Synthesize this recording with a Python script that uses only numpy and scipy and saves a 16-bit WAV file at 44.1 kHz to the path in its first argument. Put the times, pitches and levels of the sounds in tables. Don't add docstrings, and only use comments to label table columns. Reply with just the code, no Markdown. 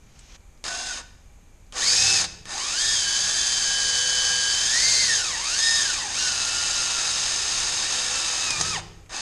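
import sys
import numpy as np
from scipy import signal
from scipy.fft import rfft, irfft, next_fast_len
from scipy.io import wavfile
from scipy.ndimage import uniform_filter1d

SR = 44100
rng = np.random.default_rng(int(sys.argv[2]) if len(sys.argv) > 2 else 0)


def output_pcm(signal):
    pcm = np.clip(np.atleast_2d(signal).T, -1, 1) * 32767
    wavfile.write(sys.argv[1], SR, np.round(pcm).astype(np.int16))


N = 406161


def undb(db):
    return 10 ** (np.asarray(db) / 20)


def level(x, db):
    return x * undb(db) / np.sqrt(np.mean(x ** 2))


def columns(table):
    s, *rest = np.transpose(table)
    return [np.interp(np.arange(N) / SR, s, c) for c in rest]


def during(table, fade_s=0.00093):
    t = np.arange(N) / SR
    since_start = t - table[0][0]
    until_end = table[-1][0] - t + fade_s
    return np.clip(np.minimum(since_start, until_end) / fade_s, 0, 1)


def lift_db(f, modes):
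    return sum(db / (1 + (2 * (f - hz) / width) ** 2) for hz, width, db in modes)


def colour(x, points, modes=()):
    size = next_fast_len(N)
    f = np.arange(size // 2 + 1) * SR / size + 1
    hz, db = np.transpose(points)
    gain_db = np.interp(np.log(f), np.log(hz), db) + lift_db(f, modes)
    shaped = irfft(rfft(x, size) * undb(gain_db), size)[:N]
    return level(shaped, 0)


def band(x, hz, width):
    return signal.lfilter(*signal.iirpeak(hz, hz / width, SR), x)


def walk(rate):
    k = int(SR / rate)
    steps = np.repeat(rng.standard_normal(N // k + 1), k)
    return 1.24 * uniform_filter1d(uniform_filter1d(steps, k), k)[:N]


# (frequency [Hz], level per hertz [dB])
FLOOR_SPECTRUM = [(15, -7), (28, -1.5), (55, -4.5), (90, -11), (140, -17), (300, -25.5), (800, -32),
                  (2400, -37.5), (4200, -42), (5600, -43.5), (6500, -32.5), (7500, -39), (10000, -47),
                  (13000, -50)]
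# (frequency [Hz], width [Hz], lift [dB])
FLOOR_HUMS = [(811, 12.4, 13), (2354, 105, 8)]
FLOOR_DB = -49


def background():
    return undb(FLOOR_DB) * colour(rng.standard_normal(N), FLOOR_SPECTRUM, FLOOR_HUMS)


# (time [s], level [dB])
RUSTLE_LEVEL = [(0.0, -70), (0.006, -69), (0.188, -56), (0.194, -52), (0.204, -56.5), (0.364, -50),
                (0.372, -69)]
# (frequency [Hz], level per hertz [dB])
RUSTLE_SPECTRUM = [(200, 0), (1000, -2.5), (2600, 1.5), (4500, -1), (5800, 2), (6500, 4), (7500, -6),
                   (10000, -21.5), (13000, -28)]


def rustle():
    grain = rng.standard_normal(N) * undb(1.24 * walk(146))
    return colour(grain, RUSTLE_SPECTRUM) * undb(columns(RUSTLE_LEVEL)[0]) * during(RUSTLE_LEVEL)


# (time [s], crack peak level [dB], centre frequency [Hz])
CLICKS = [(.192, -38, 7950), (.405, -56, 4500), (.575, -53, 4700), (.640, -19, 4020), (.653, -25, 5000),
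          (0.665, -24, 5000), (.681, -19, 5060), (1.665, -54, 4600), (1.724, -28, 3000), (2.242, -16, 4019),
          (2.455, -27, 1800), (8.5059, -9, 4913), (8.512, -25, 2000), (8.601, -15, 5500),
          (8.6108, -6.5, 6295), (9.061, -46.5, 2292), (9.094, -39, 2520)]
CLICK_T60_S, THUMP_DB = 0.061, -31.5


def clicks():
    out, t = np.zeros(N + SR), np.arange(SR // 5) / SR
    dull = signal.butter(6, 8800, fs=SR, output="sos")
    noises = rng.standard_normal((len(CLICKS), len(t)))
    for (s, db, hz), noise in zip(CLICKS, noises):
        crack = noise * np.exp(-np.log(1000) * t / (0.33 * CLICK_T60_S))
        ring = band(noise, hz, 0.14 * hz) * np.exp(-np.log(1000) * t / CLICK_T60_S)
        thump = np.sin(2 * np.pi * 150 * t) * np.exp(-t / 0.013)
        hit = signal.sosfilt(dull, 0.52 * crack + ring)
        hit = hit / np.abs(hit).max()
        i = int(s * SR)
        out[i:i + len(t)] += undb(db) * (hit + undb(THUMP_DB) * thump)
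    return out[:N]


GARAGE_T60_S, GARAGE_DB, GARAGE_DULL_HZ = 0.61, -15.5, 4870


def garage(x):
    t = np.arange(SR) / SR
    tail = rng.standard_normal(SR) * np.exp(-np.log(1000) * t / GARAGE_T60_S)
    tail = tail * (t > .008)
    tail = signal.lfilter(*signal.butter(1, GARAGE_DULL_HZ, fs=SR), tail)
    tail = tail * undb(GARAGE_DB) / np.sqrt(np.sum(tail ** 2))
    return signal.fftconvolve(x, tail)[:N]


WHINE_RATIOS = (1, 16 / 15, 2, 11 / 5, 3, 4)
WHINE_FAMILY = (0, 1, 3, 1, 2, 2)
# (tooth rate [Hz], then level of each whine [dB])
WHINE_LEVELS = [(685, -59.5, -71, -78, -63.5, -68, -62.5), (980, -54.5, -53, -43, -51, -46, -56),
                (1310, -52, -51, -45, -52, -40.5, -56), (1573, -59, -48, -42.5, -42.5, -47.5, -38.5),
                (1670, -44, -41, -38.5, -31.5, -42.5, -40.5), (2057, -32, -43, -34.5, -40, -41, -45),
                (2600.0, -28.0, -46.0, -38, -36, -31.0, -45.0)]
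# (multiple of the tooth rate, level beside the last whine [dB])
HIGHER_WHINES = [(5, 0), (6, -5)]
# (frequency [Hz], width [Hz], lift [dB])
HOUSING = [(788, 180, 13), (1160, 140.0, 2), (1462, 110, 11.5), (1609, 53, 12.5), (1843.4, 210, 10.8),
           (2024, 160.0, -7), (2570, 260.0, 3.5), (3003, 370, 7.5), (3833, 235, -4.5), (4620, 690, 13.5),
           (5460, 800, 11), (6300, 250.0, 0), (6480, 430, 8.5), (7750, 460, -5)]
# (level [dB], tooth rate of full speed [Hz], loss at half speed [dB])
SLOW_GEAR = (-45, 2530, 54)
SLOW_RATIO = .3


def whine(tooth_hz, family_db):
    turn = 2 * np.pi * np.cumsum(tooth_hz * (1 + 0.000998 * walk(40))) / SR
    hz, *levels = np.transpose(WHINE_LEVELS)
    parts = []
    for ratio, family, db in zip(WHINE_RATIOS, WHINE_FAMILY, levels):
        speed_db = np.interp(np.log(tooth_hz), np.log(hz), db)
        parts.append((ratio, speed_db + family_db[family]))
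    last_db = parts[-1][1]
    parts += [(ratio, last_db + db) for ratio, db in HIGHER_WHINES]
    parts = [(ratio, db + lift_db(ratio * tooth_hz, HOUSING)) for ratio, db in parts]
    slow_db, full_hz, lost_db = SLOW_GEAR
    parts.append((SLOW_RATIO, slow_db - 2 * lost_db * (1 - tooth_hz / full_hz)))

    slide = np.abs(np.gradient(np.log(tooth_hz))) * SR
    glide = np.clip(uniform_filter1d(slide, SR // 40) / 0.97, 0, 1)
    out = 0
    for ratio, db in parts:
        patches_db = 8 * np.minimum(walk(45), 0) - 0.49 * ratio
        dull_db = -70 * np.maximum(ratio * tooth_hz / 9300 - 1, 0)
        wobble = (0.43 + 0.047 * ratio + (.2 + .06 * ratio) * glide) * walk(90)
        gain = undb(db + 2.0 * walk(55) + glide * patches_db + dull_db)
        out = out + np.sqrt(2) * gain * np.sin(ratio * turn + wobble)
    return out


# (frequency [Hz], level per hertz [dB])
RATTLE_SPECTRUM = [(710, -25.5), (1200, -31), (1420, -10), (2040, -7), (2590, -9.5), (3350, -4.5),
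                   (4850, -2.5), (5680, -6.5), (6530, -1.5), (11000, -19), (13000, -61)]
LOW_RATTLE_SPECTRUM = [(71, -44), (120, -18), (408, -5), (457, -13), (495, -6), (1010, -2.5), (1370, -4),
                       (1800, -1), (2340, -2), (3960, -120)]
SCRAPE_SPECTRUM = [(600, -21), (870, -7.5), (1100, -15), (2200, -11), (2650, -1.5), (3350, -8.5), (3750, 3),
                   (4000, -8), (4300, -16), (5200, -9), (5600, -24), (8300, -12), (8800, -6), (9400, -40.5)]
# (frequency [Hz], width [Hz], lift [dB])
BODY = [(784, 97, 3.5), (1139.7, 110, 5), (1798, 140, 6), (2056, 360, -8), (2480, 110, 0), (2890, 95, -8),
        (3405, 190, -6.5), (3630, 200, 0), (4360, 300, -3), (5220, 1400, 6), (5600, 330, -3.5),
        (6420, 300, 6.5), (6900, 130, 6), (6910, 99, -5), (7500, 360, 2), (8020, 140, 3), (9010, 152, 3.5),
        (10020, 410, -6)]
CHOPPER_HZ = 124.2


def rattle_and_scrape(tooth_hz):
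    t = np.arange(N) / SR
    motor = 2 * np.pi * np.cumsum(tooth_hz) / SR / 15
    throb = (1 + 0.035 * np.sin(2 * np.pi * CHOPPER_HZ * t)) * (1 + 0.014 * np.sin(motor))
    knocks = rng.standard_normal((3, N)) * throb * undb(1.0 * walk(300) + 0.25 * walk(25))
    high = colour(knocks[0], RATTLE_SPECTRUM, BODY)
    low = colour(knocks[1], LOW_RATTLE_SPECTRUM, BODY)
    scrape = colour(knocks[2], SCRAPE_SPECTRUM)
    return high, low, scrape


# (multiple of the switching rate, level [dB])
CHOPPER_TONES = [(2, -64), (4, -59.5), (6, -63)]


def chopper_hum():
    t = np.arange(N) / SR
    return sum(np.sqrt(2) * undb(db + 4.5 * walk(2.7)) * np.sin(2 * np.pi * k * CHOPPER_HZ * t)
               for k, db in CHOPPER_TONES)


# (time [s], tooth rate of the first gear [Hz])
SPIN = [
    [(0.64, 527), (0.69, 681), (0.88, 692), (0.92, 660), (1.02, 410)],
    [(1.725, 500), (1.75, 722), (1.83, 1762), (1.87, 2200), (1.89, 2276), (1.97, 2501), (2.05, 2591),
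     (2.14, 2620), (2.16, 2573), (2.19, 2480), (2.21, 2007), (2.24, 792), (2.27, 705)],
    [(2.46, 445), (2.5, 615), (2.62, 1027), (2.7, 1186), (2.74, 1318), (2.81, 1632), (2.86, 1673),
     (2.94, 1682), (3.01, 1548), (3.08, 1520), (3.32, 1573), (3.49, 1582), (3.7, 1528), (4.45, 1526),
     (4.64, 1551), (4.71, 1720), (4.79, 1970), (4.84, 2084), (4.89, 2125), (4.94, 2065), (5.02, 2082),
     (5.07, 1970), (5.19, 1489), (5.37, 861), (5.44, 1074), (5.55, 1438), (5.61, 1677), (5.63, 1704),
     (5.77, 1711), (5.83, 1629), (6.08, 727), (6.12, 834), (6.19, 1418), (6.25, 1408), (6.36, 1309),
     (6.7, 1336), (7.06, 1281), (8.0, 1340), (8.21, 1336), (8.38, 1283), (8.43, 1313), (8.58, 1180),
     (8.64, 1277), (8.67, 1306), (8.71, 1283), (8.73, 1246), (8.75, 1108), (8.775, 830), (8.81, 494)],
    [(9.094, 528), (9.15, 864), (9.17, 868), (9.21, 874)],
]
# (rise [s], fall [s])
PULLS = [(0.011, 0.022), (.04, 0.013), (.045, 0.014), (.05, 0.00108)]
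# (time [s], tooth whine [dB], commutator whines [dB],
# upper harmonics of the tooth whine [dB], whine at twice the tooth rate [dB],
# scrape of the cutting edge [dB], rattle beside its speed law [dB], lower rattle beside its speed law [dB])
CUT_LEVELS = [(.7, 7, 12.5, 8, 6, -42, 1.5, 2.5), (.93, -1, 15, 14, 4, -44, 1, -5),
              (1., -3, 7.5, 6, -1.5, -44, 1.5, -0.5), (1.8, -6, 4, -4, -2, -43, -0.5, 1.5),
              (2., -9.5, -6, -9, -5, -37, -0.5, 0.5), (2.18, -5, -16, -14.5, 1, -35, -2, 1.5),
              (2.24, -1, -8, -8, -8, -40, 2, 1), (2.6, 3, 9, 2.5, -6, -43, 0.5, 1.5),
              (2.9, -2, -3.5, -2, 4, -53, 0.1, -2), (3.3, 2, 3.5, -4, -2.5, -43, 0.6, 1.5),
              (3.6, 2, -0.5, -2.5, 2, -49, 0, -0.5), (4., 7, -0.5, -2.2, 2.5, -50, 0.5, 0.5),
              (4.6, 3.5, 1, -3.5, 3.3, -42, 1, 1), (5., 0, -1.5, 3, -3, -47, 0.4, 0),
              (5.4, 8.5, 7, 3, 4.5, -37, 1, -1.5), (5.7, -12, 0.5, 2.5, -3, -38, 0.8, 1),
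              (6., 9, 5, 0, 1, -38, 0.5, -0.5), (6.1, 5.5, 8, 2, 9, -40, 0.5, -3.5),
              (6.2, 0, 2.5, 3.5, 1.8, -38.5, 1, 0.5), (6.6, 2, 3, -8, -1, -37, 0.9, 1.5),
              (7., 1.5, 2, 2, -1.5, -36.5, 1.1, 2.2), (7.2, -4, -1, 0, -15, -34.5, 1.2, 1),
              (8., 0, -10, -11, -7, -34, 0.5, 3), (8.4, 3, -9.5, -4, 1.5, -33.5, 0, 3.5),
              (8.58, 8, -6.5, -5.5, 11, -39.5, -1.5, 2.5), (8.61, 7, -3, -5, -12, -42, -1, 2.1),
              (8.67, 8, 0, -6, 1, -40.5, -0.8, -1.5), (8.75, 14, -1.1, 7, 10, -42, -3, -1.5),
              (9.15, -2, -8, 5.5, -11, -40.5, -2.5, 2)]
RAMP_DB = 11.5
MID_HZ = 1400
RATTLE_DB, RATTLE_DB_PER_OCT = -26, 8
LOW_DB, LOW_DB_PER_OCT = -41.5, 0.5
JOLT_DB, JOLT_OCT_PER_S = 4, 18


def drill():
    t = np.arange(N) / SR
    tooth_hz = uniform_filter1d(columns(np.concatenate(SPIN))[0], SR // 100)
    octaves = np.log2(tooth_hz / MID_HZ)
    speed_change = np.abs(np.gradient(octaves)) * SR
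    jolt = np.clip(uniform_filter1d(speed_change, SR // 50) / JOLT_OCT_PER_S, 0, 1)

    *family_db, scrape_db, rattle_db, low_db = columns(CUT_LEVELS)
    rattle_db = rattle_db + RATTLE_DB + RATTLE_DB_PER_OCT * octaves
    low_db = low_db + LOW_DB + LOW_DB_PER_OCT * octaves + JOLT_DB * jolt
    high, low, scrape = rattle_and_scrape(tooth_hz)
    chop = 1 + 0.21 * np.sin(2 * np.pi * CHOPPER_HZ * t)
    sound = chop * whine(tooth_hz, family_db) + chopper_hum()
    sound = sound + undb(rattle_db) * high + undb(low_db) * low + undb(scrape_db) * scrape

    trigger = 0
    for spin, (rise_s, fall_s) in zip(SPIN, PULLS):
        ramp = np.minimum((t - spin[0][0]) / rise_s, (spin[-1][0] - t) / fall_s)
        trigger = trigger + during(spin) * undb(RAMP_DB * (np.clip(ramp, 0, 1) - 1))
    return sound * trigger


# (frequency [Hz], width [Hz], level beside the shaking [dB])
TUBE_MODES = [(103.4, 6.33, -0.5), (73.3, 4.8, -5.5), (163, 21.2, -3), (331, 25, -10.5), (414.5, 12, -10.5)]
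# (time [s], level [dB])
TUBE_SHAKING = [(1.7, -65), (2.07, -45), (2.17, -44.5), (2.42, -55), (2.67, -64), (2.89, -52), (3.51, -58),
                (4.05, -51.5), (4.6, -56), (5.08, -47.5), (5.4, -59.5), (5.85, -53.5), (6.6, -56.5),
                (7.66, -54.5), (8.21, -58), (8.5, -59), (8.6, -42.5), (8.66, -40.5), (9.1, -57.5)]


def tube():
    (hum_hz, waver_hz, hum_db), *rest = TUBE_MODES
    hum_gain = undb(hum_db + 2.0 * walk(36) + 1.1 * walk(7.2))
    hum_turn = 2 * np.pi * np.cumsum(hum_hz + 0.399 * waver_hz * walk(14)) / SR
    hum = np.sqrt(2) * hum_gain * np.sin(hum_turn)
    shake = rng.standard_normal(N)
    rings = sum(undb(db) * np.sqrt(SR / width / np.pi) * band(shake, hz, width) for hz, width, db in rest)
    return (hum + rings) * undb(columns(TUBE_SHAKING)[0]) * during(TUBE_SHAKING, fade_s=0.046)


def scene():
    near = drill() + clicks()
    mix = near + garage(near) + tube() + rustle() + background()
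    return np.tile(mix, (2, 1))


TOP_HZ = 13300


def record(dry):
    return signal.sosfilt(signal.ellip(8, .2, 70, TOP_HZ, fs=SR, output="sos"), dry)


dry = scene()
out = record(dry)
output_pcm(out)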